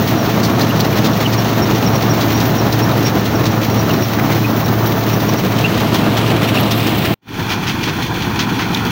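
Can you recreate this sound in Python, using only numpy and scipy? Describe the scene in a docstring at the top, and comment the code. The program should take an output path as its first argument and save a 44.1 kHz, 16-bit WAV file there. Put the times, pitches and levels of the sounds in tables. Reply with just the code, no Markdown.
"""A threshing drum rumbles over a diesel hum: a combine harvester cutting rice, heard from its platform.
The drum shakes panels and flings grain at sheet steel. Straw rustles through the header in time with
the knife, chains and tines rattle with each auger turn, and dry bearings chirp as they stick and slip.
After a short silence near 7.2 s, the same machine is heard from the field ahead of it."""
import sys
import numpy as np
from scipy import signal
from scipy.fft import rfft, irfft, next_fast_len
from scipy.io import wavfile
from scipy.ndimage import map_coordinates

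SR = 44100
rng = np.random.default_rng(int(sys.argv[2]) if len(sys.argv) > 2 else 0)


def inscribe(sig):
    """Save sig as 16-bit PCM at rate SR to the path in sys.argv[1].

    A 1-D sig is mono; a 2-D sig holds one channel per row.
    Samples are clipped to [-1, 1] before scaling.
    """
    pcm = np.round(np.clip(np.atleast_2d(sig).T, -1, 1) * 32767)
    wavfile.write(sys.argv[1], SR, pcm.astype(np.int16))


N = 392909
TIME_S = np.arange(N) / SR
FIELD_START_S = 7.19
ON_PLATFORM = TIME_S < FIELD_START_S  # NEAR = platform, FAR = field
KNIFE_HZ, AUGER_HZ = 8.257, 5.64

# silence between the two places (time [s], gain [dB])
GAP_DB = [(0, 0), (7.141, 0), (7.146, -42), (7.165, -54), (7.215, -54), (7.222, -38), (7.28, -19),
          (7.335, -6), (7.42, 0), (8.91, 0)]
# sub-bass spectrum (frequency [Hz], relative density [dB])
SUB_BASS_SPECTRUM = [(9, -5), (13, 4), (19, -26), (50, -15)]

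# engine speed (time [s], firing rate [Hz])
FIRING_HZ = [(0, 112.7), (2.75, 113.5), (3.05, 111.8), (5, 112.4), (7.15, 111.9), (7.3, 114), (8.91, 113.7)]
# exhaust harmonics (multiple of firing rate, relative level [dB])
EXHAUST_ORDERS = [(1, -1.5), (2, -18.5), (3, -20)]
# low hum near 113 Hz swelling and dipping against the rumble on the platform
# (time [s], relative level [dB])
HUM_NEAR_DB = [(0.01, -20.5), (2.65, -18), (3.37, -22.5), (3.79, -18.5), (4.26, -20), (4.45, -16),
               (4.62, -22.0), (4.8, -17.5), (5.46, -21.5), (5.53, -18.5), (5.83, -21.0), (6.3, -17.0),
               (6.42, -24.5), (6.54, -17), (7.12, -21.0)]

# loud bearing chirps (midpoint [s], pitch [Hz], relative level [dB])
BEARING_CHIRPS = [(0.697, 11890, -31), (0.707, 2820, -27), (1.261, 2940, -20.5), (1.96, 5630, -24),
                  (3.059, 5580, -21), (3.906, 2880, -24), (3.938, 5630, -30), (4.452, 2505, -21),
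                  (4.652, 5600, -31), (4.871, 14360, -26), (5.296, 5680, -30), (5.654, 2710, -14.5),
                  (6.573, 2760, -18), (6.61, 12700, -28), (6.776, 12860, -29)]
# faint bearing modes (pitch [Hz], rate in thin crop [1/s], relative level [dB], share in thick crop [0-1])
BEARING_MODES = [(5600, 2.5, -33, .2), (11880, 3, -42, 1), (12880, 4, -39, 1), (14300, 1, -32, 1)]
# dry joint (start [s], end [s], relative level [dB], nominal length [s])
SQUEAK_RUNS = [(1.39, 3.2, -24, .02), (3.795, 4.15, -27.5, 0.029), (5.138, 5.5, -25.5, .013)]

# hard chain and tine rattles (start [s], nominal length [s], relative level [dB], centre [Hz])
HARD_RATTLES = [(0.43, 0.05, -23.5, 4330), (0.609, 0.018, -21.5, 4200), (0.801, 0.015, -17, 4200),
                (0.981, 0.017, -22.5, 3460), (1.043, 0.047, -22.5, 3600), (1.324, 0.035, -26, 4350),
                (2.205, 0.035, -23.5, 3900), (2.4, 0.031, -24, 3580), (2.724, 0.018, -21, 4070),
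                (3.454, 0.032, -23, 3700), (4.185, 0.024, -20, 2040), (4.296, 0.048, -23.5, 2370),
                (5.941, 0.031, -21, 3500), (6.169, 0.032, -21, 3280), (6.708, 0.022, -18, 3700),
                (6.869, 0.018, -20, 3150), (7.049, 0.018, -19, 2980), (7.491, 0.091, -23.5, 2940),
                (7.668, 0.061, -21, 2960), (7.83, 0.024, -19.5, 3070), (7.874, 0.047, -23.5, 2690),
                (8.221, 0.017, -23, 3100), (8.39, 0.04, -17, 3180), (8.59, 0.08, -22.5, 2520),
                (8.745, 0.0044, -12, 3570)]
# light auger rattles (start [s], end [s], nominal length [s], relative level [dB], centre [Hz])
AUGER_RUNS = [(0.067, 7.1, 0.018, -30.5, 3780), (7.487, 8.8, .045, -34, 2930)]
# steel contact spectra (frequency [Hz], relative density [dB])
STEEL_SPECTRUM = [(900, 16), (3000, -2.5), (6300, 2.5), (7600, -13)]
SCRATCH_SPECTRUM = [(7000, -13.5), (12000, -18), (14000, -6), (14700, -12), (15800, 3.5)]

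# crop entering the header (time [s], thickness [0-1])
CROP_FEED = [(0, 0.09), (5.38, 0.03), (5.43, 0.4), (6.4, 0.99), (8.91, 1)]
# straw and its hiss on the platform (time [s], relative level [dB])
STRAW_NEAR_DB = [(0, -26), (2.5, -26.2), (3.3, -27.5), (5.4, -27), (5.8, -25), (6.4, -24), (7.15, -24)]
HISS_NEAR_DB = [(0.01, -31.5), (0.67, -36), (2.35, -32), (3.12, -34.5), (4.92, -30.5), (5.46, -34),
                (5.71, -37.5), (6.0, -35.5), (6.18, -40), (7.12, -32.0)]
# straw and hiss spectra (frequency [Hz], relative density [dB])
STRAW_THIN_SPECTRUM = [(1800, 2), (2810, -1.5), (3670, -3), (4200, -3), (4910, -7.5), (5690, -5),
                       (6470, -8), (8010, -23.5), (10100, -23.5), (13000, -19.5), (14000, -11.5)]
STRAW_THICK_SPECTRUM = [(1800, 0.5), (2900, 2.5), (4140, -3), (4800, -8.5), (6360, -14.5), (8080, -18),
                        (11400, -20), (14000, -15.5)]
STRAW_FAR_SPECTRUM = [(1500, -30), (1850, 4.5), (2100, -0.5), (2420, 7.5), (2800, -1), (3400, 5.5),
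                      (3700, -2), (3860, -8), (4080, 1), (5250, -10.5), (5620, -5), (5950, -7.5),
                      (6350, -7.5), (7700, -20.5), (14000, -19)]
HISS_SPECTRUM = [(14100, -14), (14300, -6), (14650, 0), (15800, 0)]

# drum load on the platform (time [s], relative level [dB])
DRUM_NEAR_DB = [(0.01, -16), (1.15, -16.5), (1.32, -17.5), (1.56, -16), (2.77, -16.5), (2.88, -15.0),
                (3.25, -19), (3.37, -15.5), (3.67, -18), (3.9, -16.0), (4.08, -19.0), (4.21, -16.5),
                (4.45, -18.0), (4.87, -16), (4.92, -17.5), (6.67, -16.0), (6.72, -18.5), (7.12, -18.0)]
# panel rumble and grain clatter spectra (frequency [Hz], relative density [dB])
PANEL_NEAR_SPECTRUM = [(48, -22), (59, -15), (87, -8), (112, -6.5), (142, -0.5), (170, -4), (204, 0),
                       (260, -5), (315, -3), (360, -8.5), (450, -9.5)]
PANEL_FAR_SPECTRUM = [(48, -17), (60, -12), (93, -4), (135, -2), (233, -2), (330, -6), (450, -14.5)]
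GRAIN_NEAR_SPECTRUM = [(450, -7.5), (520, -3.5), (610, -5), (668, -0.5), (730, -5), (827, -5.5),
                       (1350, -9.5), (1800, -15.5)]
GRAIN_FAR_SPECTRUM = [(450, -3.5), (570, -11), (700, -5), (847, -0.5), (1030, -2), (1180, -9), (1460, -3.5),
                      (1800, -10.5)]


def from_db(db):
    """Decibels to gain."""
    return 10 ** (np.asarray(db) / 20)


def unit_rms(x):
    """Scale to rms 1."""
    return x / np.sqrt(np.mean(x ** 2) + 1e-20)


def curve(rows):
    """(time [s], value) rows interpolated to every sample."""
    return np.interp(TIME_S, *np.transpose(rows))


def drift(rate_hz):
    """Smooth random curve; rms 1."""
    knots = rng.standard_normal(4000)
    return unit_rms(map_coordinates(knots, [TIME_S * rate_hz], order=2, mode="wrap"))


def coloured(x, spectrum):
    """Apply a spectrum, falling 80 dB/octave beyond its ends; rms 1."""
    size = next_fast_len(N)
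    octave = np.log2(np.maximum(np.fft.rfftfreq(size, 1 / SR), 1))
    hz, db = np.transpose(spectrum)
    beyond = np.abs(octave - np.clip(octave, np.log2(hz[0]), np.log2(hz[-1])))
    gain = from_db(np.interp(octave, np.log2(hz), db) - 80 * beyond)
    return unit_rms(irfft(rfft(x, size) * gain, size)[:N])


def impacts(per_s, spread_db):
    """Dense random hits of uneven size; rms 1."""
    hits = rng.random(N) < per_s / SR
    sizes = from_db(spread_db * np.minimum(rng.exponential(1, N), 3))
    return unit_rms(hits * sizes * rng.choice([-1, 1], N))


def sub_bass():
    """Faint, steady low noise."""
    return from_db(-46) * coloured(rng.standard_normal(N), SUB_BASS_SPECTRUM)


def diesel(firing_rad, waver_db=1.7, far_db=-26.5):
    """Exhaust note: a strong fundamental, overtones wavering independently."""
    note = np.zeros(N)
    for order, db in EXHAUST_ORDERS:
        gain = from_db(db + waver_db * min(order - .5, 2) * drift(14))
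        note += gain * np.sin(order * firing_rad + rng.uniform(0, 2 * np.pi))
    return np.sqrt(2) * note * from_db(np.where(ON_PLATFORM, curve(HUM_NEAR_DB) + .54, far_db))


def bearing_twitter(feed):
    """Faint random slips, platform only; thick crop thins out the lowest mode. Rows for stick_slip."""
    rows = []
    for hz, per_s, db, thick_share in BEARING_MODES:
        for when, chance, pitch, size in rng.random((round(per_s * FIELD_START_S), 4)):
            mid_s = .07 + when * (FIELD_START_S - .14)
            if chance < 1 - (1 - thick_share) * feed[int(mid_s * SR)]:
                rows.append((mid_s, hz + 160 * (pitch - .5), db + 6 * (size - .5), .02))
    return rows


def joint_squeaks(period_s=.2407, base_hz=5510, rise_hz_per_s=35):
    """A dry joint squeaks in runs, creeping up in pitch. Rows for stick_slip."""
    return [(mid_s, base_hz + rise_hz_per_s * mid_s + 25 * rng.normal(), db + rng.normal(), length_s)
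            for start_s, end_s, db, length_s in SQUEAK_RUNS
            for mid_s in np.arange(start_s, end_s, period_s)]


def stick_slip(rows, jitter_hz=85, slide_hz_per_s=6000, rough_db=3.5):
    """Dry steel sticks and slips, singing briefly on one unsteady, sliding mode."""
    wobble, grip, out = drift(700), drift(500), np.zeros(N)
    for mid_s, hz, db, length_s in rows:
        span = slice(int((mid_s - .06) * SR), int((mid_s + .06) * SR))
        t = TIME_S[span] - mid_s
        envelope = np.exp(-(t / (.67 * length_s)) ** 2)
        pitch_hz = hz + jitter_hz * wobble[span] + slide_hz_per_s * rng.uniform(-1.01, 1) * t
        tone = np.sin(2 * np.pi * np.cumsum(pitch_hz) / SR)
        out[span] += from_db(db + 1.6 + rough_db * grip[span]) * envelope * tone
    return out


def auger_turns(jitter_s=.005, uneven_db=1.8):
    """One light rattle per turn, unless a hard one coincides. 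Rows as HARD_RATTLES."""
    hard_s = np.array(HARD_RATTLES)[:, 0]
    return [(turn_s + jitter_s * rng.normal(), length_s, db + uneven_db * rng.normal(), hz)
            for start_s, end_s, length_s, db, hz in AUGER_RUNS
            for turn_s in np.arange(start_s, end_s, 1 / AUGER_HZ)
            if np.abs(hard_s - turn_s).min() > length_s]


def chain_rattles(rows, attack_s=.0007, band_ratio=1.27, ring_q=14):
    """Bursts of tiny steel contacts: fast rise, hold, decay. The struck part rings briefly."""
    contacts = coloured(impacts(4000, 3.0), STEEL_SPECTRUM)
    scratch = coloured(impacts(8000, 3.9), SCRATCH_SPECTRUM)
    out = np.zeros(N)
    for start_s, length_s, db, hz in rows:
        span = slice(int(start_s * SR), min(N, int((start_s + .14) * SR)))
        t = np.maximum(TIME_S[span] - start_s, 0)
        rise = 1 - np.exp(-t / attack_s)
        decay = np.exp(-np.maximum(t - .5 * length_s, 0) / (.0024 + .26 * length_s))
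        band = signal.butter(1, [hz / band_ratio, hz * band_ratio], "band", fs=SR, output="sos")
        crash = unit_rms(signal.sosfilt(band, contacts[span]))
        ring = unit_rms(signal.lfilter(*signal.iirpeak(hz, ring_q, fs=SR), contacts[span]))
        steel = unit_rms(crash + from_db(-7.5) * .02 / length_s * ring)  # short knocks ring more
        scratch_db = -4.5 if start_s < FIELD_START_S else -10.5
        scratch_db += 7 * np.log2(hz / 4030)  # duller rattles scratch less
        out[span] += rise * decay * from_db(db + 1.04) * (steel + from_db(scratch_db) * scratch[span])
    return out


def knife(stroke_db, forward_db):
    """Gain of a knife cutting both ways: a swell per stroke, larger on the forward one."""
    cycle_rad = 2 * np.pi * KNIFE_HZ * (TIME_S - .012)
    return from_db(stroke_db * np.cos(2 * cycle_rad) + forward_db * np.cos(cycle_rad))


def header_straw(feed, snaps_per_s=30, snap_decay_s=.0066, flutter_db=.76):
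    """Stalks brush through the header and snap at the knife, with a fine hiss on top."""
    spectra = STRAW_THIN_SPECTRUM, STRAW_THICK_SPECTRUM, STRAW_FAR_SPECTRUM, HISS_SPECTRUM
    thin, thick, far, hiss = [coloured(impacts(12000, 1.45), spectrum) for spectrum in spectra]
    near = from_db(curve(STRAW_NEAR_DB)) * (np.sqrt(1 - feed) * thin + np.sqrt(feed) * thick)
    auger_swell_db = 1.3 * np.cos(2 * np.pi * AUGER_HZ * (TIME_S - 7.68))
    stalks = np.where(ON_PLATFORM, near, from_db(-26.5 + auger_swell_db) * far)
    hiss_db = np.where(ON_PLATFORM, curve(HISS_NEAR_DB) + 2, -38.5)
    onsets = (rng.random(N) < snaps_per_s / SR) * rng.random(N)
    snaps = signal.lfilter([1], [1, -np.exp(-1 / (snap_decay_s * SR))], onsets + 1e-18)
    flutter = from_db(flutter_db * drift(30))
    surge = unit_rms((1 + 1.18 * snaps) * flutter * knife(stroke_db=.64, forward_db=.5))
    return (stalks + from_db(hiss_db) * hiss) * surge


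def drum_load(firing_rad, firing_depth=.09):
    """The load pulses with each firing and each wad of crop; rms 1."""
    wads = from_db(.57 * (drift(20) + 1.34 * drift(70)))
    return unit_rms((1 + firing_depth * np.cos(firing_rad)) * wads)


def threshing_drum(load, panel_spectrum, grain_spectrum, panel_db, grain_db):
    """The drum shakes big panels and flings grain at sheet steel, in time with the knife."""
    panel_hits = load * knife(stroke_db=0, forward_db=.04) * impacts(4000, 1.04)
    grain_hits = load * knife(stroke_db=1, forward_db=.78) * impacts(5000, 2.33)
    rumble = from_db(panel_db) * coloured(panel_hits, panel_spectrum)
    clatter = from_db(grain_db) * coloured(grain_hits, grain_spectrum)
    return rumble + clatter


def scene():
    """Platform, short silence, field; mono."""
    firing_rad = 2 * np.pi * np.cumsum(curve(FIRING_HZ)) / SR
    hum = diesel(firing_rad)
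    load, feed, near_db = drum_load(firing_rad), curve(CROP_FEED), curve(DRUM_NEAR_DB)
    drum_near = threshing_drum(load, PANEL_NEAR_SPECTRUM, GRAIN_NEAR_SPECTRUM, near_db + 1, near_db - 4)
    drum_far = threshing_drum(load, PANEL_FAR_SPECTRUM, GRAIN_FAR_SPECTRUM, panel_db=-19.55, grain_db=-25)
    straw = header_straw(feed)
    rattles = chain_rattles(list(HARD_RATTLES) + auger_turns())
    loud_chirps = [(mid_s, hz, db, .017) for mid_s, hz, db in BEARING_CHIRPS]
    chirps = stick_slip(loud_chirps + joint_squeaks() + bearing_twitter(feed))
    mix = sub_bass() + hum + chirps + rattles + straw + np.where(ON_PLATFORM, drum_near, drum_far)
    return (mix * from_db(curve(GAP_DB)))[None]


def record(dry):
    """Soft peak limit at 0.9, then a steep 15760 Hz low-pass."""
    rounded = dry / (1 + (np.abs(dry) / .9) ** 6) ** (1 / 6)
    return signal.sosfilt(signal.ellip(12, .1, 80, 15760, fs=SR, output="sos"), rounded)


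dry = scene()
out = record(dry)
inscribe(out)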